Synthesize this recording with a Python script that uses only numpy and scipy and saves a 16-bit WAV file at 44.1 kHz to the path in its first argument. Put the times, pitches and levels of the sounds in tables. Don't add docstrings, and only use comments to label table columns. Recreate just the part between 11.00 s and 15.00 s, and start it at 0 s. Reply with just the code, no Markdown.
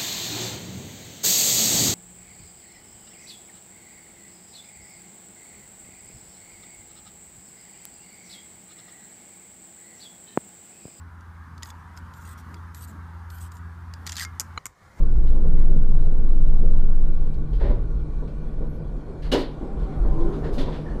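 import sys
import numpy as np
from scipy import signal
from scipy.io import wavfile
from scipy.ndimage import uniform_filter1d, map_coordinates

SR = 44100
rng = np.random.default_rng(int(sys.argv[2]) if len(sys.argv) > 2 else 0)


def bounce(signal):
    frames = np.transpose(np.atleast_2d(signal))
    limited = np.clip(frames, -1, 1)
    pcm = np.round(limited * 32767).astype(np.int16)
    wavfile.write(sys.argv[1], SR, pcm)


N = 176400

# frequency in Hz, level in dB.
JAW_SPECTRUM = [(400, -21.5), (1800, 5), (2700, -.5), (4500, 2.5), (5500, -.5), (7100, .5), (9500, -7.5),
                (10400, -14), (11800, -8), (15500, -19)]
# frequency in Hz, level in dB, T60 in seconds.
STEEL_MODES = [(1915, 0, .06), (3350, -2, .04), (4585, -1, .06), (4910, 2, .06), (5114, 0, .04),
               (5810, -1, .05), (7140, 1, .04)]
# frequency in Hz, level in dB.
KNOCK_SPECTRUM = [(200, -6), (700, -9), (1250, 1), (1800, -11), (2200, -2), (2700, -19), (9000, -46)]


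def amp(db):
    return 10 ** (np.asarray(db) / 20)


def unit_rms(x):
    return x / np.sqrt(np.mean(x ** 2) + 1e-20)


def unit_hit(x):
    return x * np.sqrt(.003 * SR / (np.sum(x ** 2) + 1e-20))


def curve(rows, column=1):
    rows = np.array(rows)
    return np.interp(np.arange(N) / SR, rows[:, 0], rows[:, column])


def spectrum_db(spectrum, hz):
    knots_hz, db = np.transpose(spectrum)
    return np.interp(np.log(hz + 1), np.log(knots_hz), db)


def add(mix, start_s, sound):
    part = mix[max(round(start_s * SR), 0):][:len(sound)]
    part += sound[:len(part)]


def wander(step_samples):
    knots = rng.standard_normal(N // step_samples + 2)
    return unit_rms(map_coordinates(knots, [np.arange(N) / step_samples], order=3, mode="nearest"))


def colour(x, spectrum, size=2048):
    log_gain = np.log(amp(spectrum_db(spectrum, abs(np.fft.fftfreq(size, 1 / SR)))))
    taps = np.fft.ifft(np.exp(np.conj(signal.hilbert(log_gain)))).real
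    return signal.fftconvolve(x, taps[:size // 2])[:len(x)]


def resonate(x, hz, width_hz):
    carrier = np.exp(2j * np.pi * np.cumsum(hz) / SR)
    pole = np.exp(-np.pi * width_hz / SR)
    return (carrier * signal.lfilter([1 - pole], [1, -pole], x / carrier + 1e-18)).real


def burst(decay_s, size=4096):
    return rng.standard_normal(size) * np.exp(-np.arange(size) / SR / decay_s)


def ring(modes, vary_db=0, size=8192):
    t = np.arange(size) / SR
    hz, db, t60_s = np.transpose(modes)[:, :, None]
    envelopes = amp(db + vary_db * rng.standard_normal(hz.shape) - 60 * t / t60_s)
    return (envelopes * np.sin(2 * np.pi * (hz * t + rng.random(hz.shape)))).sum(0)


def wash(spectrum, patchy_db):
    hz = np.fft.rfftfreq(2048, 1 / SR)
    real, imag, patches = rng.standard_normal((3, N // 512 + 5, len(hz)))
    patches = unit_rms(uniform_filter1d(uniform_filter1d(patches, size=8, axis=0), size=4, axis=1))
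    frames = (real + 1j * imag) * amp(spectrum_db(spectrum, hz) + patchy_db * patches)
    return unit_rms(signal.istft(frames.T, nperseg=2048, noverlap=1536)[1][:N])


def friction(strokes, spectrum, slips_per_s, spread_db, squeak_db):
    grip_db, judder_db, squeak_drift, edge_s = 5.5, 1.7, .012, .012
    slips = (rng.random(N) < slips_per_s / SR) * rng.choice([-1, 1], N)
    slips = slips * amp(spread_db * np.minimum(rng.exponential(1, N), 4))
    frames = signal.stft(colour(slips, spectrum), nperseg=512)[2]
    patches = uniform_filter1d(rng.standard_normal(frames.shape), size=6, axis=1)
    patches = unit_rms(uniform_filter1d(patches, size=2, axis=0))
    body = signal.istft(frames * amp(grip_db * patches))[1][:N]
    detune = 1 + squeak_drift * wander(1500)
    judder = amp(judder_db * wander(300))
    t, out = np.arange(N) / SR, np.zeros(N)
    for start_s, length_s, from_db, to_db, squeak_hz in strokes:
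        end_s = start_s + length_s
        gate = np.clip(np.minimum(t - start_s, end_s - t) / edge_s + .5, 0, 1)
        on = gate > 0
        pressure = gate[on] * np.interp(t[on], [start_s, end_s], amp([from_db, to_db]))
        squeak = unit_rms(resonate(slips[on], squeak_hz * detune[on], width_hz=280))
        out[on] += pressure * unit_rms(judder[on] * (unit_rms(body[on]) + amp(squeak_db) * squeak))
    return out


def machine():
    # frequency in Hz, level in dB.
    hum_lines = [(84.1, -41.5), (66.3, -52), (168.4, -57.5), (252.8, -66), (360, -71.5)]
    # frequency in Hz, level in dB.
    air_spectrum = [(22, -45), (45, -3), (125, 1), (220, -4.5), (330, -15), (640, -19.5), (950, -5.5),
                    (1600, -8.7), (2600, -28.5), (5000, -33.5), (15500, -42.5)]
    # time in seconds, hum gain in dB, air gain in dB.
    gains = [(0, -0.5, -2.5), (.55, -3.5, -0.5), (1.4, -2.5, 2), (1.7, 1, 0.5), (2.85, 1.5, -.5),
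             (3.55, 0, 2)]
    waver_hz, throb_db, air_db = .55, 1.6, -48.5
    drift_hz = waver_hz * wander(5000)
    warped_s = np.arange(N) / SR + np.cumsum(drift_hz) / SR / hum_lines[0][0]
    hum = sum(amp(db) * np.sqrt(2) * np.sin(2 * np.pi * (hz * warped_s + rng.random()))
              for hz, db in hum_lines)
    hum *= amp(curve(gains) + throb_db * wander(2500))
    air = wash(air_spectrum, patchy_db=2.4) * amp(air_db + curve(gains, column=2))
    return hum + air


def jaw_ticks():
    # start in seconds, level in dB, contact pitch in Hz.
    catches = [(.208, -58, 6090), (.5795, -50, 4450), (.6245, -43, 3100), (.6315, -34, 6900),
               (.657, -46, 5100), (.703, -43.5, 6590), (.9745, -43.5, 5170), (1.138, -53, 3250),
               (1.543, -44.5, 4700), (1.747, -44, 8230), (2.3022, -47, 4400), (2.5192, -49, 7930),
               (2.5686, -53, 7420), (2.9377, -40.5, 4970), (3.0665, -32, 7310), (3.0725, -33, 4230),
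               (3.075, -33, 4590), (3.0932, -36, 7340), (3.0958, -34, 4900), (3.1205, -30, 6980),
               (3.128, -35, 7070), (3.156, -38, 4220), (3.1672, -30, 7080), (3.1725, -34, 4650),
               (3.1825, -35, 8020), (3.1905, -36, 7800), (3.1962, -29, 4580), (3.2495, -32, 6990)]
    # start in seconds, frequency in Hz, level in dB, T60 in seconds.
    pings = [(.6315, 1935, -39, .055), (.6315, 5114, -37.5, .04), (.703, 3450, -45, .035),
             (1.568, 3375, -54, .05), (3.2495, 2130, -36, .14)]
    clink_db, ring_db, vary_db, grip_detune = -4, -10, 2, .012
    out = np.zeros(N)
    for start_s, level_db, contact_hz in catches:
        spectrum = [(hz, db + vary_db * rng.standard_normal()) for hz, db in JAW_SPECTRUM]
        crack = unit_hit(colour(burst(decay_s=.0021), spectrum))
        clink = unit_hit(resonate(crack, np.full(len(crack), contact_hz), width_hz=500))
        modes = [(hz * (1 + grip_detune * rng.standard_normal()), db, t60_s)
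                 for hz, db, t60_s in STEEL_MODES]
        add(out, start_s, amp(level_db) * unit_hit(crack + amp(clink_db) * clink))
        add(out, start_s, amp(level_db + ring_db) * unit_hit(ring(modes, vary_db)))
    for start_s, *mode in pings:
        add(out, start_s, ring([mode]))
    return out


def tool_scrape():
    # start and length in seconds, first and last level in dB, squeak in Hz. The last row adds bright
    turns = [(.645, .063, -56, -53, 6750), (.965, .025, -57, -57, 5150), (1.136, .1, -62, -60, 7250),
             (1.24, .1, -54, -54, 8400), (1.378, .035, -54, -59, 5800), (1.745, .065, -52, -55, 11900),
             (1.81, .045, -49, -48.5, 8400), (1.875, .042, -55.5, -56.5, 7200),
             (2.298, .105, -55, -57, 11950), (2.405, .075, -50, -56, 8300), (2.515, .075, -59, -63, 7250),
             (3.19, .055, -45, -45, 8300)]
    # frequency in Hz, level in dB.
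    spectrum = [(1200, -22), (3200, -3), (4700, -3), (5700, -6), (7100, 0), (8450, 2), (10500, -7),
                (12000, 3), (13000, -4), (15500, -6)]
    return friction(turns, spectrum, slips_per_s=5000, spread_db=3.9, squeak_db=-6.5)


def hand_rubs():
    # centre in seconds, level in dB.
    rubs = [(1.52, -49), (1.93, -50), (3.03, -51), (4.02, -51)]
    # frequency in Hz, level in dB.
    spectrum = [(20, -36), (115, -4), (220, 1), (450, -15), (3000, -40)]
    t, width_s = np.arange(N) / SR, .07
    swells = sum(amp(db) * np.exp(-((t - centre_s) / width_s) ** 2) for centre_s, db in rubs)
    return wash(spectrum, patchy_db=2) * swells


def jaw_rasp():
    # start and length in seconds, first and last level in dB, squeak in Hz.
    drags = [(3.06, .105, -50, -49, 7140), (3.167, .043, -44, -35.5, 3300),
             (3.21, .034, -31.5, -35.5, 4850)]
    rasp = friction(drags, JAW_SPECTRUM, slips_per_s=2600, spread_db=1.5, squeak_db=-8)
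    ringing = unit_rms(signal.fftconvolve(rasp, ring(STEEL_MODES))[:N]) * rasp.std()
    return rasp + amp(-12) * ringing


def tool_snaps():
    # start in seconds, click level in dB, knock relative to the click in dB.
    hits = [(3.3979, -21, -18), (3.405, -27, -16), (3.4075, -32.5, -14), (3.4135, -35, -7),
            (3.6564, -29, -5.5), (3.6652, -33.5, -7)]
    # frequency in Hz, level in dB.
    click_spectrum = [(800, -26), (2500, -15), (4000, -17.5), (5800, -0.5), (6400, -1.5), (7150, 4),
                      (8000, -5), (9200, -9.5), (10300, -19), (11600, -12), (13400, -13), (14600, -28)]
    out = np.zeros(N)
    for start_s, db, knock_db in hits:
        contact = burst(decay_s=.0011) + amp(-15.5) * burst(decay_s=.005)
        click = unit_hit(colour(contact, click_spectrum))
        knock = unit_hit(colour(burst(decay_s=.003), KNOCK_SPECTRUM))
        add(out, start_s, amp(db) * (click + amp(knock_db) * knock))
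    return out


def dull_clack(start_s, rise_s=.002):
    # frequency in Hz, level in dB, T60 in seconds.
    modes = [(1200, -25, .017), (2160, -31, .025), (2960, -31.5, .03), (4060, -24.5, .026),
             (6855, -32.5, .025)]
    ringing = ring(modes)
    knock = unit_hit(colour(burst(decay_s=.006, size=len(ringing)), KNOCK_SPECTRUM))
    attack = np.minimum(np.arange(len(ringing)) / SR / rise_s, 1)
    out = np.zeros(N)
    add(out, start_s, attack * (ringing + amp(-24) * knock))
    return out


def room_noise():
    # frequency in Hz, level in dB.
    spectrum = [(20, -10), (78, 11), (250, -11), (1150, -6.5), (2100, -11), (2600, -25), (7000, -24.5),
                (12000, -36.5)]
    # time in seconds, level in dB.
    levels = [(3.585, -52.5), (3.74, -58), (3.83, -52.5), (3.96, -52.5), (4.0, -44.5)]
    return wash(spectrum, patchy_db=3) * amp(curve(levels))


def garage_reverb(x, level_db=-22, t60_s=.17, rise_s=.005):
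    t = np.arange(SR // 2) / SR
    tail = rng.standard_normal(len(t)) * amp(-60 * t / t60_s) * np.minimum(t / rise_s, 1)
    return amp(level_db) * signal.fftconvolve(x, tail / np.linalg.norm(tail))[:N]


def scene():
    hum_end_s, fade_s = 3.585, .001
    tools = jaw_rasp() + tool_scrape() + jaw_ticks() + tool_snaps()
    front = tools + garage_reverb(tools) + hand_rubs()
    gate = np.clip((hum_end_s - np.arange(N) / SR) / fade_s, 0, 1)
    behind = gate * (machine() + dull_clack(start_s=3.5757)) + (1 - gate) * room_noise()
    return (front + behind)[None]


def record(dry):
    taps = signal.firwin(301, 15400, window=("kaiser", 9), fs=SR)
    return signal.oaconvolve(dry, taps[None], "same")


dry = scene()
out = record(dry)
bounce(out)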